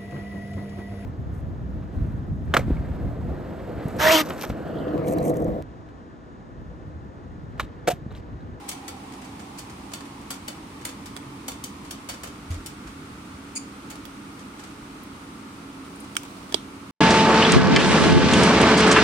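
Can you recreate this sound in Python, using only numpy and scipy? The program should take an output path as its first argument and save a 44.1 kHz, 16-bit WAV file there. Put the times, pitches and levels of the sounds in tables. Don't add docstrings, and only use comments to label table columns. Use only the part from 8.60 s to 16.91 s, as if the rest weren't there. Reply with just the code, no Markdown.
import sys
import numpy as np
from scipy import signal
from scipy.fft import rfft, irfft
from scipy.io import wavfile

SR = 44100
rng = np.random.default_rng(int(sys.argv[2]) if len(sys.argv) > 2 else 0)


def store_wav(level_fs):
    pcm = np.round(np.clip(np.atleast_2d(level_fs), -1, 1) * 32767)
    wavfile.write(sys.argv[1], SR, pcm.T.astype(np.int16))


N = 366471
TIME = np.arange(N) / SR
AGE = TIME[:SR // 2]
FREQ = np.arange(4097) * SR / 8192

# start_s, pitch_hz, level_db
SOFT_BUMPS = [(1.02, 121, -37), (1.125, 58, -45), (2.663, 133, -32.5), (3.902, 85.4, -18.5),
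              (3.959, 45, -29), (4.25, 55, -34)]


def undb(db):
    return 10 ** (np.asarray(db) / 20)


def unit(x):
    return x / np.sqrt(np.mean(x ** 2))


def fade(t60):
    return np.exp(-np.log(1000) * AGE / t60)


def contour(points):
    hz, db = np.transpose(points)
    return undb(np.interp(np.log(FREQ + 1), np.log(hz), db))


def peaks(rows):
    return np.sqrt(sum(undb(2 * db) / (1 + (2 * (FREQ - hz) / width) ** 2) ** 2
                       for hz, width, db in rows))


def shape(x, gain):
    cepstrum = irfft(np.log(gain + 1e-5))
    causal = np.r_[cepstrum[0], 2 * cepstrum[1:len(gain) - 1]]
    response = irfft(np.exp(rfft(causal, len(cepstrum))))
    return signal.oaconvolve(x, response[None], axes=1)[:, :x.shape[1]]


def band(x, hz, kind):
    return signal.sosfilt(signal.butter(2, hz, kind, fs=SR, output="sos"), x)


def steep_high(x, hz):
    return band(band(x, hz, "high"), hz, "high")


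def noise(size=N):
    return rng.standard_normal((2, size))


def flutter(depth_db, rate_hz, size=N):
    return undb(depth_db * unit(band(rng.standard_normal(size), rate_hz, "low")))


def pitched_noise(hz, half_width_hz):
    carrier = np.exp(2j * np.pi * np.cumsum(hz) / SR)
    return unit(np.real(band(noise() + 1j * noise(), half_width_hz, "low") * carrier))


def panned(db):
    return undb(np.array([[db], [-db]]) / 2)


def add(out, s, x):
    start = int(s * SR)
    out[:, start:start + x.shape[1]] += x[:, :N - start]


def room(x, wet_db, t60=0.24):
    echoes = noise(len(AGE))
    treble = band(echoes, 9000, "high") * fade(.16)
    body = band(band(echoes, 8600, "low"), 10200, "low") * fade(t60)
    tail = (body + treble) * (1 - fade(0.0038))
    tail *= undb(wet_db) / np.sqrt(np.sum(tail ** 2))
    return x + signal.oaconvolve(x.sum(axis=0)[None], tail, axes=1)[:, :x.shape[1]]


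def fan(rumble_db=-43, hiss_db=-48, hum_hz=275.3, hum_db=-47.5, hum_db_per_s=0.33, side_db=-19):
    # frequency_hz, level_db
    rumble_eq = [(20, -33), (32, -9), (48, -3.5), (95, -0.5), (125, -2), (165, 0), (205, 6), (240, 3),
                 (300, 5.5), (345, -1), (420, -5), (560, -15), (1000, -17), (2000, -90)]
    # frequency_hz, level_db
    hiss_eq = [(100, -41), (400, -7), (560, -9), (700, -9), (900, -10), (1050, -10), (1280, -6),
               (1600, -10.5), (2250, -9), (3200, -13.5), (6300, -19.5), (8800, -22), (10000, -23),
               (11500, -28.5), (13500, -29.5), (16000, -37)]
    mid, side = unit(shape(noise(), contour(rumble_eq)))
    rumble = undb(rumble_db) * (mid + undb(side_db) * side * np.array([[1], [-1]]))
    level_drift, phase_drift = unit(band(noise(), 2.6, "low"))
    hum_gain = undb(hum_db + hum_db_per_s * TIME + 0.71 * level_drift)
    hum = hum_gain * np.sin(2 * np.pi * hum_hz * TIME + 0.94 * phase_drift)
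    return rumble + hum + undb(hiss_db) * unit(shape(noise(), contour(hiss_eq)))


def fan_bounce(db_at_1khz=-48.5, db_per_octave=-3):
    # time_s, pitch_hz
    glide = [(0, 939.6), (.9, 972), (1.6, 1029), (3.2, 1059), (4.0, 1275), (8.3, 1187)]
    hz = np.interp(TIME, *np.transpose(glide))
    db = db_at_1khz + db_per_octave * np.log2(hz / 1000)
    return undb(db) * pitched_noise(hz, half_width_hz=197)


def fan_hollow():
    # time_s, pitch_hz, left_db, right_db
    glide = [(0, 791, -48, -47.5), (0.998, 808, -57, -51), (2.0, 862.5, -53.5, -62.5), (4.4, 872, -55, -69),
             (8.3, 874.5, -54.5, -68)]
    s, hz, left_db, right_db = np.transpose(glide)
    gain = undb([np.interp(TIME, s, left_db), np.interp(TIME, s, right_db)])
    return gain * pitched_noise(np.interp(TIME, s, hz), half_width_hz=48)


def handling(rest_db=-59, moving_db=-50, move_s=0.94):
    moving = np.max([np.exp(-((TIME - s) / move_s) ** 2) for s, _, _ in SOFT_BUMPS], axis=0)
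    db = rest_db + (moving_db - rest_db) * moving
    return undb(db) * unit(band(rng.standard_normal(N), [50, 150], "band"))


def wire_click(db, body_db, top_db, rise_t60, ring_t60, top_t60=0.11, spread_db=0.2, detune=0.0094):
    # pitch_hz, width_hz, level_db
    wire_modes = [(495, 28, 10), (1375, 60, 10), (2220, 130, 3.5), (3060, 150, 10), (3510, 180, 8.5),
                  (4530, 240, 10), (5680, 160, 7), (6650, 120, 7), (7060, 100, 3), (7470, 51, -2),
                  (7980, 88, 6.5), (8220, 110, 6.5), (8750, 150, 5.5), (9220, 150, 5), (14400, 250, 10),
                  (15600, 220, 7)]
    # frequency_hz, level_db
    click_eq = [(200, -27), (550, 4), (1000, 0), (1700, -1), (4000, -2.5), (5000, -1), (7500, 2),
                (9500, -1.5), (11500, 3.5), (13000, -3.5), (15000, -5)]
    grit = flutter(depth_db=3, rate_hz=830, size=len(AGE))
    catches = flutter(depth_db=1.26, rate_hz=107, size=len(AGE))
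    rattle = noise(len(AGE)) * grit * catches * (1 - fade(rise_t60)) * fade(ring_t60)
    body = undb(body_db) * band(rattle, 1970, "low")
    middle = band(rattle, [2000, 8000], "band")
    top = undb(top_db) * band(rattle, 7000, "high") * fade(top_t60)
    modes = [(hz * (1 + detune * rng.standard_normal()), width, mode_db - rng.normal(0, spread_db))
             for hz, width, mode_db in wire_modes]
    freedom = np.interp(db, [-40, -26], [.35, 1])
    colour = unit(contour(click_eq) * np.hypot(1, freedom * peaks(modes)))
    click = undb(db) * shape(body - middle + top, colour)
    return room(click, wet_db=-3)


def wire_note(hz, db, t60=0.087):
    note = np.sin(2 * np.pi * hz * AGE) * fade(t60) * (1 - fade(0.0083))
    return room(undb(db) * note * panned(0.4), wet_db=-10)


def wires(pluck_trim_db=-3.5, lead_s=.0014):
    # start_s, level_db, body_db, top_db, ring_t60_s, note_hz, note_db
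    plucks = [(0.0889, -21, -12, -1.5, 0.072, 4683, -20), (0.1144, -28.5, 5, -2, 0.08, 4530, -20),
              (0.2803, -24, 2, -5, 0.055, 4470, -21), (0.9853, -29.5, -5, -1.5, 0.077, 4840, -11),
              (1.3349, -24, 0, -3.5, 0.059, 4530, -18), (1.705, -24, 6, 2, 0.068, 4554, -11),
              (1.8801, -25.5, 5.5, -1.5, 0.063, 4560, -14), (2.2509, -24.5, 6.5, 2.5, 0.067, 4520, -17),
              (2.4584, -29.5, 6.5, -5, 0.058, 4530, -18), (2.8814, -23, 5, 1.5, 0.056, 4600, -19),
              (3.04, -21.5, -5, -1, 0.041, 4500, -18), (3.3083, -25, -1.5, -6, 0.066, 4440, -15),
              (3.489, -25, 4.5, -4, 0.1, 4500, -16), (3.6342, -32.5, 8, 0.5, 0.12, 4520, -16),
              (3.905, -36.5, 3.5, -9, 0.2, 4530, -18), (4.0612, -26, -5, -3, 0.059, 4600, -25),
              (5.302, -30.5, 3.5, -3, .079, 4420, -24)]
    # start_s, level_db
    rebounds = [(1.741, -37), (2.291, -33), (2.918, -34), (3.539, -35.5), (3.672, -36.5), (3.942, -40),
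                (5.355, -41)]
    # start_s, level_db, ring_t60_s
    touches = [(0.083, -36.5, 0.056), (0.5212, -39.5, 0.044), (0.5344, -42, .07), (0.5844, -48, .04),
               (0.617, -43.5, 0.087), (0.6444, -44.5, 0.11), (0.7946, -40.5, 0.09), (0.9765, -39.5, .04),
               (1.0979, -39, 0.047), (1.3179, -38, 0.053), (1.4057, -36.5, 0.043), (1.4536, -43, 0.057),
               (1.6144, -44.5, .04), (2.2124, -43, 0.075), (3.2485, -41, 0.082), (4.2707, -43, .11),
               (5.7927, -44, 0.1), (5.9918, -41, .1), (6.0362, -43.5, 0.13), (6.0741, -41, 0.031),
               (7.441, -46, 0.1), (7.6494, -42, 0.063)]
    out = np.zeros((2, N))
    for s, db, body_db, top_db, t60, note_hz, note_db in plucks:
        pluck_db = db + pluck_trim_db
        add(out, s, wire_note(note_hz, pluck_db + note_db))
        add(out, s - lead_s, wire_click(pluck_db, body_db, top_db, rise_t60=0.014, ring_t60=t60))
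    for s, db in rebounds:
        add(out, s - lead_s, wire_click(db, body_db=3, top_db=-13, rise_t60=0.013, ring_t60=0.052))
    for s, db, t60 in touches:
        add(out, s - lead_s, wire_click(db, body_db=5, top_db=-16.5, rise_t60=0.015, ring_t60=t60))
    return out


def bumps(t60=0.24, rise_t60=0.017):
    out = np.zeros((2, N))
    for s, hz, db in SOFT_BUMPS:
        thud = -np.sin(2 * np.pi * hz * AGE) * fade(t60) * (1 - fade(rise_t60))
        add(out, s, undb(db) * thud * panned(-0.3))
    return out


def thin_scrapes(t60=0.036):
    # start_s, level_db
    scrapes = [(2.5605, -35), (7.357, -36), (7.401, -28)]
    out = np.zeros((2, N))
    for s, db in scrapes:
        rasp = band(noise(len(AGE)), [8300, 10700], "band") * fade(t60) * (1 - fade(0.011))
        add(out, s, undb(db) * rasp)
    return room(out, wet_db=-9)


def plastic_ring(position, rise_t60=0.0039):
    # pitch_hz, t60_s, rim_db, middle_db
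    modes = [(413, 0.021, -22, -9), (598, 0.016, -8, -10), (900, 0.038, -21, -21.5), (1390, 0.0067, 6, -29),
             (2316, 0.026, -12, -24), (3150, 0.012, -4, -34), (3360, 0.0098, -12, -0.5),
             (3640, 0.011, -33, -9), (4750, 0.013, -22, -6.5), (5380, 0.013, -23, -13.5),
             (5950, 0.011, -19, -13), (6700, .012, -25, -20), (7800, 0.016, -16, -15.5),
             (8600, 0.015, -11, -18), (9270, .012, -18, -21), (10300, 0.012, -13, -35),
             (11470, 0.011, -15, -32)]
    ring = 0
    for hz, t60, rim_db, middle_db in modes:
        gain = undb(rim_db + position * (middle_db - rim_db))
        ring -= gain * np.cos(2 * np.pi * hz * AGE) * fade(t60)
    return ring * (1 - fade(rise_t60))


def plastic_ticks(ring_db=-3, crack_db=-5, edge_db=-37, crack_t60=0.018, catch_s=0.0073):
    # start_s, level_db, pan_db (positive is left), knock_db, second_catch_db
    slips = [(2.5652, -24.5, -1, 2, -5), (5.453, -36, -16, -5, -9), (6.4335, -53, -8, 0, -12),
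             (7.5535, -30, -2, -6, -20), (7.6332, -30, 6, -4, -10), (7.924, -22, 3, 3, -22)]
    ring = undb(ring_db) * plastic_ring(position=0.7) * panned(-18)
    out = np.zeros((2, N))
    for s, db, pan_db, knock_db, catch_db in slips:
        for delay_s, slip_db in [(0, 0), (catch_s, catch_db)]:
            burst = noise(len(AGE)) * fade(crack_t60)
            edge = undb(edge_db) * steep_high(burst, 9800)
            knock = undb(knock_db) * band(burst, [600, 1700], "band")
            crack = undb(crack_db) * band(burst, 9400, "low")
            tick = edge + undb(db) * (ring + knock + crack)
            add(out, s + delay_s, undb(slip_db) * panned(pan_db) * tick)
    return room(out, wet_db=-9)


def bar_squeak(start_s=4.9525, db=-27.5, rasp_db=-24, split_hz=5800):
    # centre_hz, width_hz, level_db
    noise_bands = [(2420, 490, -7), (4590, 270, -3), (4860, 240, -3.5), (5430, 150, -10), (6680, 380, 3),
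                   (6900, 240, -5), (7200, 260, 4.5), (7650, 300, -10), (8270, 400, -6), (8800, 260, -6),
                   (9040, 260, -3), (9500, 280, -10), (10600, 350, -15)]
    swell_s, hold_s, release_s, swell_db = .011, .0135, .012, 10
    age = TIME - start_s
    swell = undb(swell_db * (np.clip(age / swell_s, 0, 1) - 1))
    release = np.clip(1 - (age - swell_s - hold_s) / release_s, 0, 1) ** 2
    grip = (age > 0) * swell * release
    slips = flutter(depth_db=2, rate_hz=700) * noise() * grip * undb(db)
    low = peaks([row for row in noise_bands if row[0] < split_hz])
    high = peaks([row for row in noise_bands if row[0] >= split_hz])
    squeak = (shape(slips * swell, low) + shape(slips, high)) / np.sqrt(np.mean(low ** 2 + high ** 2))
    rasp = undb(rasp_db) * band(slips, 9000, "high")
    return room((squeak + rasp) * panned(-2), wet_db=-8.5)


def plastic_rub(start_s=7.24, end_s=7.93, end_db=-52, db_per_s=8):
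    strain = (TIME > start_s) * (TIME < end_s) * undb(end_db + db_per_s * (TIME - end_s))
    uneven = flutter(depth_db=3, rate_hz=60)
    colour = contour([(300, -6), (650, 13), (1600, -8), (3800, 1), (7000, -6), (10000, -5),
                      (12000, -16), (15000, -12)])
    return unit(shape(noise(), colour)) * strain * uneven * panned(-2)


def plastic_snaps(left_db=-12, left_lag_s=0.00027, crack_t60=0.021):
    # start_s, level_db, crack_db, clatter_db, low_cut_hz
    snaps = [(7.5665, -4.5, -12, -33, 1030), (7.9431, 1.5, -19.5, -6, 170)]
    rings, cracks, clatter = np.zeros((3, 2, N))
    colour = unit(contour([(300, 9.5), (900, 10), (1400, -3), (3200, 3.5), (4300, -4), (5500, 6.5),
                           (9000, 0.5), (11000, -10), (15000, -9)]))
    for position, (s, db, crack_db, clatter_db, low_cut_hz) in enumerate(snaps):
        ring = undb(db) * steep_high(plastic_ring(position), low_cut_hz)
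        burst = noise(len(AGE)) * fade(crack_t60) * (1 - fade(0.0017))
        crack = undb(db) * steep_high(burst, low_cut_hz)
        bright = band(band(crack, [2950, 4150], "band"), [2500, 6000], "band")
        add(rings, s, np.outer([0, 1], ring))
        add(rings, s + left_lag_s, np.outer([undb(left_db), 0], ring))
        add(cracks, s, undb(crack_db) * shape(crack, colour) * panned(4))
        add(clatter, s, undb(clatter_db) * bright)
    return rings + room(cracks, wet_db=-11) + room(clatter, wet_db=-10, t60=0.22)


def scene():
    cage = wires() + plastic_snaps() + plastic_ticks() + plastic_rub() + bar_squeak() + thin_scrapes()
    return cage + bumps() + handling() + fan() + fan_bounce() + fan_hollow()


def record(dry, low_cut_hz=35, ceiling=.88, top_hz=15900):
    # frequency_hz, left_minus_right_db
    balance = [(80, 0), (300, -2.5), (1200, -0.5), (2200, -1.5), (4500, -3), (6000, 0), (7300, 2.5),
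               (8700, 13), (10000, 7.5), (11500, -2), (13000, 3.5), (15000, -8)]
    tilt = np.sqrt(contour(balance))
    coloured = np.vstack([shape(dry[:1], tilt), shape(dry[1:], 1 / tilt)])
    clipped = np.clip(band(coloured, low_cut_hz, "high"), -ceiling, ceiling)
    return signal.sosfilt(signal.ellip(10, .2, 70, top_hz, fs=SR, output="sos"), clipped)


dry = scene()
out = record(dry)
store_wav(out)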